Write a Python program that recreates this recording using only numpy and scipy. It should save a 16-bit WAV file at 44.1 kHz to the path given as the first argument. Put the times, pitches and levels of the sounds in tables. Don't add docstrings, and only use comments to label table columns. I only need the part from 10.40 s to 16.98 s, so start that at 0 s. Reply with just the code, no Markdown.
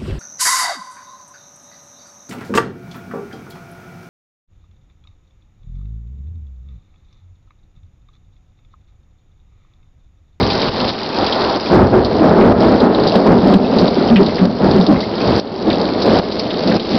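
import sys
import numpy as np
from scipy import signal
from scipy.fft import rfft, irfft, next_fast_len
from scipy.io import wavfile
from scipy.ndimage import uniform_filter1d, map_coordinates

SR = 44100
rng = np.random.default_rng(int(sys.argv[2]) if len(sys.argv) > 2 else 0)


def inscribe(sig):
    pcm = np.round(np.clip(np.atleast_2d(sig).T, -1, 1) * 32767)
    wavfile.write(sys.argv[1], SR, pcm.astype(np.int16))


N = 290178

# time_s, level_db
RAIN_LEVEL = [(0, -25), (1.2, -25.5), (1.5, -33), (2.1, -28.5), (2.7, -28.5), (4.3, -28), (4.9, -27),
              (5.3, -32), (6.58, -26.5)]
# frequency_hz, level_db
HISS_SPECTRUM = [(300, -11.5), (1000, 3), (1800, 0.5), (2600, -2.5), (3400, -1.5), (4300, 5.5), (5000, .5),
                 (6000, -7.5)]
# start_s, peak_db, pitch_hz, t60_s
GROUND_DROPS = [(.031, -10, 4330, 0.041), (0.1017, -11, 4020, 0.11), (0.217, -9, 4200, 0.07),
                (.2857, -15, 3130, 0.054), (.411, -13, 4340, .05), (0.4448, -10, 3280, 0.031),
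                (.479, -10, 4200, 0.21), (0.6, -12, 4240, 0.07), (0.633, -5.5, 4400, 0.036),
                (0.7623, -12, 4620, .08), (.8639, -8, 4180, 0.055), (0.925, -7.5, 3800, 0.05),
                (1.018, -10.5, 4130, 0.041), (1.097, -15, 4330, .05), (1.209, -6, 4740, 0.053),
                (1.6477, -8, 4240, .08), (2.206, -9, 4730, .068), (2.4035, -9, 4090, 0.083),
                (2.546, -6, 3860, 0.074), (2.636, -12.5, 4230, 0.1), (2.669, -8, 4440, 0.25),
                (2.7554, -6.5, 3840, .06), (3.139, -8.5, 3420, .045), (3.3856, -6, 4500, 0.076),
                (3.48, -11.5, 4240, 0.035), (3.83, -9, 4430, .05), (3.863, -4, 4120, 0.059),
                (3.957, -8, 4530, 0.037), (4.0544, -7.5, 4770, 0.035), (4.312, -10, 4450, .04),
                (4.412, -7, 4200, 0.045), (4.466, -1.5, 4250, 0.036), (4.605, -7.5, 4320, 0.24),
                (4.9983, -3.5, 4920, 0.075), (5.302, -10.5, 3950, .05), (5.329, -11.5, 4080, 0.07),
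                (5.415, -12, 4430, 0.035), (5.455, -11, 4070, 0.037), (5.62, -13, 4620, .08),
                (5.92, -9.5, 4550, .055), (5.9952, -3.5, 4500, 0.059), (6.105, -11.5, 3400, 0.041),
                (6.275, -10.5, 4330, 0.064), (6.397, -6, 3880, .055)]
# start_s, level_db, pitch_hz, bubble_share (0-1)
PUDDLE_DRIPS = [(2.01, -3.5, 2130, 0.2), (3.246, -16.5, 2530, 0.8), (3.759, 1, 2516, .2),
                (3.893, -14.5, 2030, 0.5), (3.983, -10.5, 1840, 0.3), (4.559, -9.5, 2030, .65),
                (4.628, -8.5, 2030, .65), (4.808, -13.5, 2450, 0.6), (5.307, -12.5, 2170, 0.3),
                (6.315, -14, 1530, 0.1)]
# frequency_hz, t60_s
PORCH_DECAY = [(200, 0.15), (2000, 0.053), (6000, 0.19)]
# frequency_hz, level_db
RUMBLE_SPECTRUM = [(15, -18.5), (28, -12.5), (45, -3), (68, 5), (88, 3), (112, 10), (140, 5), (200, -44.5)]
BOOM_SPECTRUM = [(110, -47), (150, -7.5), (170, 0), (190, 1.5), (212, 2.5), (245, 3), (278, -1.5),
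                 (380, -41)]
ROLL_SPECTRUM = [(190, -41), (285, 0), (390, 3.5), (470, 0), (650, -1.5), (800, -10.5), (1200, -55)]
TEARING_SPECTRUM = [(450, -22), (780, 2), (1000, -2), (1400, -9), (2000, -19), (3000, -32.5), (6000, -56.5)]
# time_s, level_db
AFTERROLL_LEVEL = [(0.0, -20.5), (0.65, -22.5), (1.25, -23), (1.8, -14.0), (2.6, -16), (3.4, -15.5),
                   (4.2, -17.5), (4.7, -16.5), (5.6, -20), (6.58, -19)]
# time_s, over_roll_db
TEARING_LEVEL = [(0, -4), (1.1, -1.5), (1.5, -8), (2.6, -8), (3.2, -10), (4.7, -7.5), (6.58, -10.5)]
# start_s, hold_s, level_db, boom_offset_db, rumble_offset_db
THUNDER_PEALS = [(-.04, 0.066, -20, 1, 1), (.205, 0.049, -25, -17, 3.5), (0.386, 0.066, -24, 2, -2),
                 (0.743, 0.081, -17, -10.5, -15), (0.929, 0.24, -19, -17, -18.5), (1.297, 0.13, -5, -2, -7),
                 (1.505, 0.075, -7.5, -4.5, -4), (1.805, .135, -7.5, -2.5, -13),
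                 (1.956, 0.19, -2.5, -1.5, -8.5), (2.196, 0.15, -10.5, -2, -14.5),
                 (2.396, 0.1, -5, -4.5, -19.5), (2.54, 0.13, -14.5, -9, -13),
                 (2.732, 0.038, -5.5, -2.5, -24), (2.841, 0.094, -2.5, -.5, -12.5),
                 (3.016, 0.2, -10, 3, -15), (3.287, 0.15, -13.5, 2, -17), (3.539, 0.057, -17.5, 3, -19.5),
                 (3.685, 0.032, -8, 2, -11.5), (3.77, .045, -8, 2.5, -13), (3.994, 0.088, -12, 7, -8),
                 (4.186, .08, -9, 0, -9), (4.331, .072, -13.5, 5, -13.5), (4.473, 0.046, -6.5, 4.5, -7.5),
                 (4.825, 0.1, -21, 0, -1), (5.244, 0.039, -16, 0.5, -13.5),
                 (5.364, 0.037, -16.5, -4.5, -20), (5.628, 0.12, -16.5, -4, -14.5),
                 (6.227, .133, -19, 2.5, -12), (6.511, 0.047, -21.5, 8, -11.5)]
# centre_s, peak_db, pitch_hz, half_length_s
HEAVY_THUDS = [(1.335, -7.5, 363, .023), (1.43, -10.5, 97.2, 0.036), (1.568, -4.5, 368.5, 0.039),
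               (1.821, -5.5, 316, 0.018), (2.032, -3.5, 389.7, 0.064), (2.453, -6, 239, 0.042),
               (2.937, 0, 238.8, .047), (3.059, -4, 195.7, 0.028), (3.155, -2, 196.4, .03),
               (3.734, 3.5, 231, .024), (3.785, -3, 191.2, .045), (3.809, 3, 398, .02),
               (4.035, -4, 186.5, 0.027), (4.365, -6.5, 379, 0.014), (4.399, 0.5, 194, 0.015),
               (4.5, 2.5, 300.5, .014), (5.28, -7, 320, .016), (5.68, -12.5, 233, 0.013)]
# start_s, swell_before_db, depth_db, recovery_s
LEVEL_DIPS = [(0.294, 1, 6.5, 0.075), (.505, -0.5, 6, 0.34), (1.175, -1.5, 6, 0.088), (2.126, -5, 12, .09),
              (2.47, -1.5, 5, 0.11), (2.685, 0, 3.5, .05), (2.958, -2.5, 1.5, 0.26), (3.17, 2, 3, 0.089),
              (3.488, 2, 2, 0.17), (4.058, 0, 7, 0.25), (4.615, -2, 4.5, 0.28), (4.997, 2, 11.5, 0.31),
              (5.798, 7, 3.5, 0.56), (6.372, 1, 7, .17)]
# frequency_hz, gain_db
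RECORDING_BANDWIDTH = [(10, 1), (25, 1), (4950, -1), (5400, -6), (5850, -13.5), (6150, -27.5), (6450, -63),
                       (7000, -100)]


def amp(db):
    return 10 ** (np.asarray(db) / 20)


def unit(x):
    return x / np.sqrt(np.mean(x ** 2) + 1e-20)


def along(points, hz):
    knots_hz, values = np.transpose(points)
    return np.interp(np.log(hz + 1), np.log(knots_hz + 1), values)


def curve(points):
    return np.interp(np.arange(N) / SR, *np.transpose(points))


def wobble(rate):
    return map_coordinates(rng.standard_normal(int(N * rate / SR) + 4), [np.arange(N) * rate / SR])


def filtered(x, response):
    size = next_fast_len(len(x) + 8192)
    return irfft(rfft(x, size) * response(np.fft.rfftfreq(size, 1 / SR)), size)[:len(x)]


def coloured(x, spectrum):
    return filtered(x, lambda hz: amp(along(spectrum, hz)))


def add(track, start_s, sound):
    part = track[max(round(start_s * SR), 0):][:len(sound)]
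    part += sound[:len(part)]


def patter(count, pitch_hz, spread, cycles, scatter_db):
    when, faintness, tone = rng.random((count, 3)).T[:, :, None]
    hz = np.clip(pitch_hz * (tone / (1 - tone)) ** spread, 900, 7000)
    offsets = np.arange(SR // 200)
    turns = hz * offsets / SR
    strength = amp(-scatter_db * np.log(faintness + 0.11))
    ticks = strength * np.sin(2 * np.pi * turns) * np.exp(-turns / cycles)
    positions = (when * N).astype(int) + offsets
    return unit(np.bincount(positions.ravel(), ticks.ravel(), N)[:N])


def rain():
    hiss = amp(0.5) * unit(coloured(rng.standard_normal(N), HISS_SPECTRUM))
    leaves = amp(-4.5) * patter(count=4000, pitch_hz=4110, spread=0.13, cycles=4.2, scatter_db=6.5)
    paving = amp(-4) * patter(count=650, pitch_hz=5040, spread=0.064, cycles=1.7, scatter_db=4.0)
    flurry_db = 0.86 * wobble(rate=14)
    return amp(curve(RAIN_LEVEL)) * (hiss + amp(flurry_db) * (leaves + paving))


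def splash(pitch_hz, t60_s, width, spray_db):
    t = np.arange(SR // 6) / SR
    impact = amp(-60 * t / 0.0022)
    spray = amp(spray_db - 60 * t / t60_s)
    burst = (impact + spray) * rng.standard_normal(len(t))
    band = signal.iirpeak(pitch_hz, 1 / width, SR)
    sound = signal.lfilter(*band, signal.lfilter(*band, burst))
    return sound / np.abs(sound).max()


def near_drops():
    track, t = np.zeros(N), np.arange(SR // 6) / SR
    for start_s, peak_db, pitch_hz, t60_s in GROUND_DROPS:
        add(track, start_s, amp(peak_db) * splash(pitch_hz, t60_s, width=0.45, spray_db=-3.5))
    for start_s, level_db, pitch_hz, bubble_share in PUDDLE_DRIPS:
        turns = pitch_hz * t * (1 + 2 * t)
        bubble = np.sin(2 * np.pi * turns) * amp(-60 * t / 0.053) * (1 - np.exp(-t / 0.0019))
        splat = splash(pitch_hz, t60_s=0.11, width=0.76, spray_db=8.5)
        add(track, start_s, amp(level_db) * ((1 - bubble_share) * splat + bubble_share * bubble))
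    return track


def porch(x):
    hz, t, noise = signal.stft(rng.standard_normal(SR // 3), SR, nperseg=256)
    decay = amp(-60 * t / along(PORCH_DECAY, hz)[:, None])
    tail = signal.istft(noise * decay, SR, nperseg=256)[1]
    return signal.fftconvolve(x, tail / np.linalg.norm(tail))[:N]


def shocks(spectrum, rate, even_s):
    fronts = (rng.random(N) < rate / SR) * rng.standard_normal(N)
    roar = unit(coloured(fronts, spectrum))
    span = int(even_s * SR)
    power = np.abs(uniform_filter1d(uniform_filter1d(roar ** 2, span), span))
    return roar / np.sqrt(power + 0.01)


def thuds():
    track, t = np.zeros(N), np.arange(-SR // 8, SR // 8) / SR
    for centre_s, peak_db, pitch_hz, half_length_s in HEAVY_THUDS:
        turns = pitch_hz * t * (1 - 0.25 * t) + rng.random()
        envelope = amp(peak_db) * np.exp(-(t / half_length_s) ** 2)
        add(track, centre_s + t[0], envelope * np.sin(2 * np.pi * turns))
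    return track


def peal(start_s, hold_s, attack_s, fade_db_per_s):
    t = np.arange(N) / SR - start_s
    return np.clip(t / attack_s, 0, 1) * amp(-fade_db_per_s * np.maximum(t - hold_s, 0))


def thunder():
    afterroll_db = curve(AFTERROLL_LEVEL)
    roll_power = amp(afterroll_db) ** 2
    boom_power = amp(afterroll_db - 4) ** 2
    rumble_power = amp(afterroll_db - 14.5) ** 2
    for start_s, hold_s, level_db, boom_offset_db, rumble_offset_db in THUNDER_PEALS:
        quick = peal(start_s, hold_s, attack_s=0.035, fade_db_per_s=152)
        slow = peal(start_s, hold_s, attack_s=0.074, fade_db_per_s=113.5)
        roll_power += (amp(level_db) * quick) ** 2
        boom_power += (amp(level_db + boom_offset_db) * quick) ** 2
        rumble_power += (amp(level_db + rumble_offset_db) * slow) ** 2
    rumble = np.sqrt(rumble_power) * shocks(RUMBLE_SPECTRUM, rate=600, even_s=0.23)
    boom = np.sqrt(boom_power) * shocks(BOOM_SPECTRUM, rate=700, even_s=0.06)
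    roll = np.sqrt(roll_power) * shocks(ROLL_SPECTRUM, rate=2000, even_s=0.054)
    tearing_gain = np.sqrt(roll_power) * amp(curve(TEARING_LEVEL))
    tearing = tearing_gain * shocks(TEARING_SPECTRUM, rate=5000, even_s=0.05)
    return rumble + boom + roll + tearing + thuds()


def dips(x, swell_s=0.25, fall_s=0.0059, crossover_hz=1260):
    t, gain_db = np.arange(N) / SR, np.zeros(N)
    for start_s, swell_before_db, depth_db, recovery_s in LEVEL_DIPS:
        knots_s = [-swell_s, 0, fall_s, recovery_s / 2, recovery_s]
        knots_db = [0, swell_before_db, -depth_db, -0.62 * depth_db, 0]
        gain_db += np.interp(t - start_s, knots_s, knots_db)
    bass = filtered(x, lambda hz: 1 / (1 + (hz / crossover_hz) ** 4))
    treble = x - bass
    return amp(gain_db) * bass + amp(1.12 * gain_db) * treble


def scene():
    water = rain() + near_drops()
    return dips(thunder() + water + amp(-17) * porch(water))[None]


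def gain_control(x, threshold_db=-9, squeeze=0.54, release_db_per_s=29, sense_s=0.02, makeup_db=0.4):
    power = np.abs(uniform_filter1d(x ** 2, int(sense_s * SR)))
    level_db = 10 * np.log10(power + 1e-9)
    release_db = release_db_per_s * np.arange(N) / SR
    held_db = np.maximum.accumulate(level_db + release_db) - release_db
    return x * amp(makeup_db - squeeze * np.maximum(held_db - threshold_db, 0))


def record(dry):
    knee, hardness, ceiling, top_hz = 0.755, 10, 0.715, 15870
    ducked = gain_control(dry[0])
    saturated = ducked / (1 + np.abs(ducked / knee) ** hardness) ** (1 / hardness)
    clipped = np.clip(coloured(saturated, RECORDING_BANDWIDTH), -ceiling, ceiling)
    return filtered(clipped, lambda hz: hz < top_hz)[None]


dry = scene()
out = record(dry)
inscribe(out)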